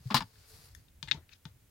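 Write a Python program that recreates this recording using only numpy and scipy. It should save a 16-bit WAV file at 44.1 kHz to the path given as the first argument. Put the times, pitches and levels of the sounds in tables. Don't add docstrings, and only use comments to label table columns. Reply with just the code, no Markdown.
import sys
import numpy as np
from scipy import signal
from scipy.fft import rfft, irfft, next_fast_len
from scipy.io import wavfile
from scipy.ndimage import map_coordinates

SR = 44100
rng = np.random.default_rng(int(sys.argv[2]) if len(sys.argv) > 2 else 0)


def dump(signal):
    limited = np.clip(np.atleast_2d(signal).T, -1, 1)
    pcm = np.round(limited * 32767).astype(np.int16)
    wavfile.write(sys.argv[1], SR, pcm)


def nominal_scale(level):
    x = np.asarray(level, float) / 20
    return 10 ** x


N = 74970

# f/Hz, level/dB
CRACK_COLOUR = [(500, -53.5), (1200, -11.5), (2200, -3), (4000, 1.4), (7000, -13.5), (10000, -21),
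                (16000, -31.5)]
# f/Hz, level/dB per Hz
BRIGHT_COLOUR = [(1000, -37.5), (5000, -1.5), (8000, -2), (11500, 3), (16000, -9)]
SCREW_T60 = .016
WANDER = .05


def unit(x):
    return x / np.sqrt(np.mean(x ** 2) + 1e-20)


def along(points, hz):
    f, v = np.transpose(points)
    return np.interp(np.log(hz + 1), np.log(f + 1), v)


def filtered(x, response):
    m = next_fast_len(x.shape[-1] + 4096)
    spectrum = rfft(x, m) * response(np.fft.rfftfreq(m, 1 / SR))
    return irfft(spectrum, m)[..., :x.shape[-1]]


def band(x, lo_hz, hi_hz):
    return signal.sosfilt(signal.butter(3, [lo_hz, hi_hz], "band", fs=SR, output="sos"), x)


def noise(points, size, alike=0.4, tilt_db=0):
    a, b = rng.standard_normal((2, size))
    u = np.arccos(np.clip(alike, -1, 1)) / 2
    pair = np.array([np.cos(u) * a + np.sin(u) * b, np.cos(u) * a - np.sin(u) * b])
    return unit(filtered(pair, lambda hz: nominal_scale(along(points, hz) + tilt_db * np.log2((hz + 50) / 3500))))


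def wobble(rate):
    return map_coordinates(rng.standard_normal(int(N * rate / SR) + 4), [np.arange(N) * rate / SR])


def ring(modes, tilt_db, t60):
    t = np.arange(SR // 4) / SR
    hz, db = np.transpose(modes)[:, :, None]
    spread_db = 2 * rng.standard_normal((2, len(hz), 1))
    level = nominal_scale(db + tilt_db * np.log2(hz / 3500) + spread_db - 60 * t / t60)
    drift = WANDER * np.cumsum(rng.standard_normal((len(hz), len(t))), axis=1)
    start = .5 * rng.standard_normal((2, len(hz), 1))
    return np.sum(level * np.sin(2 * np.pi * hz * t + drift + start), axis=1)


def add(track, s, x, pan_db):
    i = round(s * SR)
    track[:, i:i + x.shape[1]] += (x * nominal_scale([[pan_db / 2], [-pan_db / 2]]))[:, :N - i]


def crack_and_chatter(t):
    return nominal_scale(-0.5 - 60 * t / 0.0057) + nominal_scale(-6 - 60 * t / 0.0426)


def screw_taps():
    # t/s, peak level/dB, brightness/dB per octave, ring share 0-1, housing note/dB over peak
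    taps = [(0.3571, -55.5, -22.5, .5, -42.5), (0.8842, -49.5, 1, .3, -38), (1.028, -24.5, 1, 0.2, -19.5),
            (1.0755, -34, -13, 0.4, -12.5), (1.1128, -8, -3.9, 0.55, -56), (1.118, -14, -4, 0.8, -31),
            (1.1285, -31, 11.5, 0.3, -12), (1.145, -35.5, 15, 0, -5.5), (1.17, -56, 14, 0.2, -4),
            (1.292, -42, -7.5, .3, -28), (1.337, -51, 7.5, 0.4, -33.5), (1.4538, -29, -0.5, 0.32, -17.5)]
    # f/Hz, level/dB
    screw_modes = [(1500, -21.5), (1720, -9.5), (2132, -13), (2550, -9.5), (2760, -7), (3400, -0.5),
                   (3690, 7), (4300, -16), (5303, -7.5)]
    noisy, rings, t = np.zeros((2, N)), np.zeros((2, N)), np.arange(SR // 4) / SR
    swell = nominal_scale(-60 * t / .05) * (1 - np.exp(-t / 0.0048))
    hollow = swell * np.sin(2 * np.pi * 896 * t) * np.ones((2, 1))
    burst = crack_and_chatter(t)
    for s, db, tilt_db, share, hollow_db in taps:
        level = nominal_scale(db - 14.0)
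        crack = burst * noise(CRACK_COLOUR, len(t), alike=.8, tilt_db=tilt_db)
        screw = ring(screw_modes, tilt_db, SCREW_T60)
        add(noisy, s, level * band((1.1 - share) * crack, 1400, 7000), pan_db=11.5)
        add(rings, s, level * band(share * screw, 1500, 6300), pan_db=17)
        add(rings, s, nominal_scale(db + hollow_db) * hollow, pan_db=8.5)
    return noisy, rings


def slot_scrapes():
    # t/s, half length/s, singing mode f/Hz, its share 0-1
    slides = [(1.086, .004, 2100, .5), (1.088, .003, 3650, .7), (1.1, .004, 1900, .7),
              (1.228, .008, 1850, .85), (1.308, .014, 1550, .4), (1.32, .008, 4300, .4),
              (1.328, .006, 2540, .8), (1.334, .003, 3700, .6), (1.333, .004, 4100, .5),
              (1.333, .006, 6300, .5), (1.355, .01, 5500, .1)]
    slide_db = [-44, -48, -56, -72.5, -70, -63.5, -58.5, -51, -57.5, -69, -72.5]
    slips_per_s, scatter_db = 5800, 3.5
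    middle_s = .04
    noisy, rings, t = np.zeros((2, N)), np.zeros((2, N)), np.arange(SR // 4) / SR
    for (s, half, hz, share), db in zip(slides, slide_db):
        slips = (rng.random(len(t)) < slips_per_s / SR) * rng.choice([-1, 1], len(t))
        slips = slips * nominal_scale(scatter_db * rng.standard_normal(len(t)))
        slips = nominal_scale(db) * unit(slips)[None] * np.exp(-.5 * ((t - middle_s) / half) ** 2)
        sing = nominal_scale(-60 * t / .013) * np.sin(2 * np.pi * hz * t) * np.ones((2, 1))
        grit = nominal_scale(-60 * t / .003) * noise(CRACK_COLOUR, len(t))
        for track, part, body in (rings, share, sing), (noisy, 1 - share, grit):
            x = band(signal.fftconvolve(slips, body, axes=1), 1100, 8000)
            x = x * np.linalg.norm(slips) / np.linalg.norm(x[0])
            add(track, s - middle_s, part * x, pan_db=13)
    return noisy, rings


def plate_touches():
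    # t/s, level/dB, brightness/dB per octave
    nudges = [
        (1.028, -39.5, 3),
        (1.4535, -48.5, -2),
    ]
    # f/Hz, level/dB
    plate_modes = [(1270, -11), (1530, -5), (1800, -3.5), (2130, -2), (2520, -3.5), (3220, -5),
                   (3600, -1.5), (4160, 0), (4500, -4.5), (4760, -7.5), (5230, -6.5), (5950, -8),
                   (7000, -17)]
    # t/s, level/dB
    ticks = [
        (1.028, -50),
        (1.4538, -56),
    ]
    # f/Hz, level/dB
    blade_modes = [(1800, -0.5), (3550, -0.7), (5200, -3), (6500, -1), (7800, -24), (11500, -9)]
    out, t = np.zeros((2, N)), np.arange(SR // 4) / SR
    for s, db, tilt_db in nudges:
        add(out, s, nominal_scale(db) * band(ring(plate_modes, tilt_db, SCREW_T60), 1100, 8900), pan_db=11)
    for s, db in ticks:
        add(out, s, nominal_scale(db - 60 * t / .006) * noise(BRIGHT_COLOUR, len(t)), pan_db=8.5)
    blade = ring(blade_modes, 0, SCREW_T60) + 0.56 * crack_and_chatter(t) * noise(BRIGHT_COLOUR, len(t))
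    add(out, .7495, nominal_scale(-51.5) * band(blade, 1600, 13000), pan_db=17.5)
    return out


def tool_landing():
    # t/s, peak level/dB, rattle length/s, rattle over ring/dB
    knocks = [
        (0.1036, -39.5, 0.002, -3),
        (0.107, -31.5, 0.013, -2),
        (0.1436, -20, 0.0012, -7.5),
        (0.1449, -10.5, 0.0011, -14.5),
        (0.153, -20.5, 0.0019, -11.5),
        (0.16, -23, 0.0063, -6),
        (0.167, -21.5, 0.011, -8),
        (0.2063, -29.5, 0.002, -8.5),
        (0.216, -36, 0.0025, -8),
        (.223, -33.5, 0.0049, -9.5),
    ]
    # f/Hz, level/dB
    tool_modes = [(1195, -18), (1400, -15), (1744, -13), (2300, -18), (2826, -17), (3500, -15), (3920, -13),
                  (4800, -10.5), (5100, -15.5), (6630, -25.5)]
    # f/Hz, level/dB per Hz
    rattle_colour = [(400, -40), (620, -26.5), (950, -12.5), (1400, -14), (2100, -15), (4500, -6),
                     (6400, -20.5), (16000, -25)]
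    out, t = np.zeros((2, N)), np.arange(SR // 4) / SR
    for s, db, hold, rattle_db in knocks:
        shake = np.minimum(1, nominal_scale(-60 * (t - hold) / 0.063)) * nominal_scale(1.4 * wobble(300)[:len(t)])
        dull_db = 0.58 * (db + 16.0)
        rattle = shake * noise(rattle_colour, len(t), alike=0.42, tilt_db=dull_db)
        x = ring(tool_modes, 0, .022) + nominal_scale(rattle_db) * rattle
        add(out, s, nominal_scale(db) * band(band(x, 680, 18000), 680, 18000), pan_db=6.0)
    return out


def handle_tocks():
    # t/s, peak level/dB, f/Hz, t60/s
    tocks = [(0.1034, -27.5, 1040, 0.033), (.1438, -14.5, 1022, .045), (.1438, -15.5, 875.6, .05),
             (.1438, -27, 732, .05), (.1513, -26.5, 900, .04), (0.152, -24, 1215, .04),
             (.162, -29, 1010, .03), (.172, -24, 1100, .02), (.2071, -28, 991, .022),
             (.214, -34.5, 900, .022), (.222, -33.5, 900, .035)]
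    out, t = np.zeros((2, N)), np.arange(SR // 4) / SR
    for s, db, hz, t60 in tocks:
        drift = .25 * WANDER * np.cumsum(rng.standard_normal(len(t)))
        level = nominal_scale(db - 60 * t / t60) * (1 - np.exp(-t / .001))
        add(out, s, -level * np.sin(2 * np.pi * hz * t + drift) * np.ones((2, 1)), pan_db=4.0)
    return out


def bench():
    # t/s, peak level/dB, f/Hz, rise/s, t60/s
    thumps = [(.001, -51.5, 150, 0.0031, .08), (0.055, -27.5, 129.3, 0.019, 0.059),
              (0.109, -32, 209, 0.0016, 0.15), (0.1428, -24, 137, 0.0023, 0.11),
              (0.147, -27, 241.7, 0.0034, .1), (.175, -42.5, 50, 0.013, 0.17),
              (.208, -35.5, 182.5, 0.0043, 0.086), (.215, -45.5, 265, 0.0047, .1),
              (0.231, -42.5, 109, 0.004, 0.11), (0.496, -57, 447, 0.016, 0.13),
              (.585, -53, 150, 0.0061, .12), (0.706, -48, 60, 0.0077, .15), (.755, -52.5, 72.8, .005, 0.14),
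              (1.029, -40.5, 148.5, 0.0026, 0.084), (1.045, -48, 55.5, .01, .12),
              (1.075, -44, 110, .004, .1), (1.115, -42, 138, 0.0044, 0.079),
              (1.145, -40.5, 154.2, 0.0011, 0.13), (1.166, -41, 85, 0.0042, 0.11),
              (1.316, -58, 71.1, 0.016, .15), (1.455, -36, 147.9, 0.0019, .07),
              (1.478, -47.5, 109.5, .003, .05), (1.505, -48, 84.4, 0.0051, 0.099)]
    out, t = np.zeros((2, N)), np.arange(SR // 3) / SR
    for s, db, hz, rise, t60 in thumps:
        level = nominal_scale(db - 60 * t / t60) * (1 - np.exp(-t / rise)) ** 2
        x = level * np.sin(2 * np.pi * hz * t * (1 - 0.64 * t))
        make_up = nominal_scale(60 * rise / t60 + 2)
        add(out, s, x * make_up * np.ones((2, 1)), pan_db=2.5)
    return out


def rocking():
    # t/s, level/dB, t60/s
    rocks = [
        (.106, -40, 0.2),
        (.146, -34, 0.16),
        (1.03, -58.5, 0.13),
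        (1.078, -56.5, .1),
        (1.115, -49, 0.1),
        (1.146, -51.5, 0.17),
        (1.17, -53, 0.11),
        (1.457, -58.5, 0.12),
    ]
    # f/Hz, level/dB per Hz
    rock_colour = [(120, -35.5), (220, 3.5), (450, -6.5), (900, -8), (1500, -14), (3000, -41)]
    out, t = np.zeros((2, N)), np.arange(SR // 4) / SR
    for s, db, t60 in rocks:
        level = nominal_scale(db - 60 * t / t60) * (1 - np.exp(-t / 0.0053))
        add(out, s, level * noise(rock_colour, len(t), alike=.9), pan_db=6.0)
    return out


def sleeve():
    # t/s, level/dB
    brushing = [(0, -71), (.1, -60), (.3, -69.5), (.38, -67), (.45, -62), (.62, -60.5), (.72, -68),
                (.8, -71.5), (.9, -84.5)]
    # t/s, half length/s, level/dB
    swishes = [
        (.5, 0.021, -62),
        (0.572, 0.041, -64),
        (.66, 0.0191, -64),
    ]
    # f/Hz, level/dB per Hz
    cloth_colour = [(300, -37), (440, -6), (520, -16.5), (1900, -16.5), (3300, -19), (4700, -10.5),
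                    (6000, -19), (16000, -25)]
    t = np.arange(N) / SR
    folds = sum(nominal_scale(db) * np.exp(-.5 * ((t - s) / w) ** 2) for s, w, db in swishes)
    rub_db = np.interp(t, *np.transpose(brushing), right=-120) + 1.1 * wobble(27)
    rub = nominal_scale(rub_db) * noise(cloth_colour, N, alike=.3)
    swish = folds * noise(BRIGHT_COLOUR, N, alike=0.35)
    grain = nominal_scale(2.2 * wobble(1300))
    return grain * (rub + swish) * nominal_scale([[1.5], [-1.5]])


def room(x, gap_s=.004):
    # f/Hz, t60/s
    decay = [(300, 0.2), (4000, 0.15), (12000, 0.21)]
    hz, t, z = signal.stft(rng.standard_normal((2, SR // 3)), SR, nperseg=256)
    tail = signal.istft(z * nominal_scale(-60 * t / along(decay, hz)[:, None]), SR, nperseg=256)[1]
    tail = np.pad(tail / np.linalg.norm(tail[0]), ((0, 0), (round(gap_s * SR), 0)))
    return signal.fftconvolve(x.mean(axis=0)[None], tail, axes=1)[:, :N]


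def floor():
    # f/Hz, level/dB
    hiss_colour = [(150, -29), (250, -1.5), (1180, -12), (1470, -10.5), (2320, -11), (4570, -14.5),
                   (16000, -13)]
    # f/Hz, level/dB per Hz
    rumble_colour = [(12, -50.5), (20, -4), (65, 0.5), (96, 3), (184, -11), (330, -22), (430, -45),
                     (730, -120)]
    hiss = nominal_scale(-69) * noise(hiss_colour, N, alike=.3)
    rumble_db = -63.5 + 1.9 * wobble(17) + 2.5 * wobble(25)
    return hiss + nominal_scale(rumble_db) * noise(rumble_colour, N, alike=0.93)


def scene():
    tap_noise, tap_rings = screw_taps()
    scrape_noise, scrape_rings = slot_scrapes()
    noisy = tap_noise + scrape_noise + plate_touches()
    rings = tap_rings + scrape_rings
    tool = tool_landing() + handle_tocks()
    tool_room = nominal_scale(-19) * room(tool) * nominal_scale([[1.5], [-1.5]])
    screw_room = nominal_scale(-7.5) * room(noisy + nominal_scale(-18) * rings) * nominal_scale([[4], [-4]])
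    close = noisy + rings + tool
    return close + tool_room + screw_room + bench() + rocking() + sleeve() + floor()


def top_cut(x):
    return signal.sosfilt(signal.butter(12, 16810, fs=SR, output="sos"), x)


def record(dry):
    mix = filtered(dry, lambda hz: np.where(hz < 15950, 1, nominal_scale(-34)))
    return top_cut(mix)


dry = scene()
out = record(dry)
dump(out)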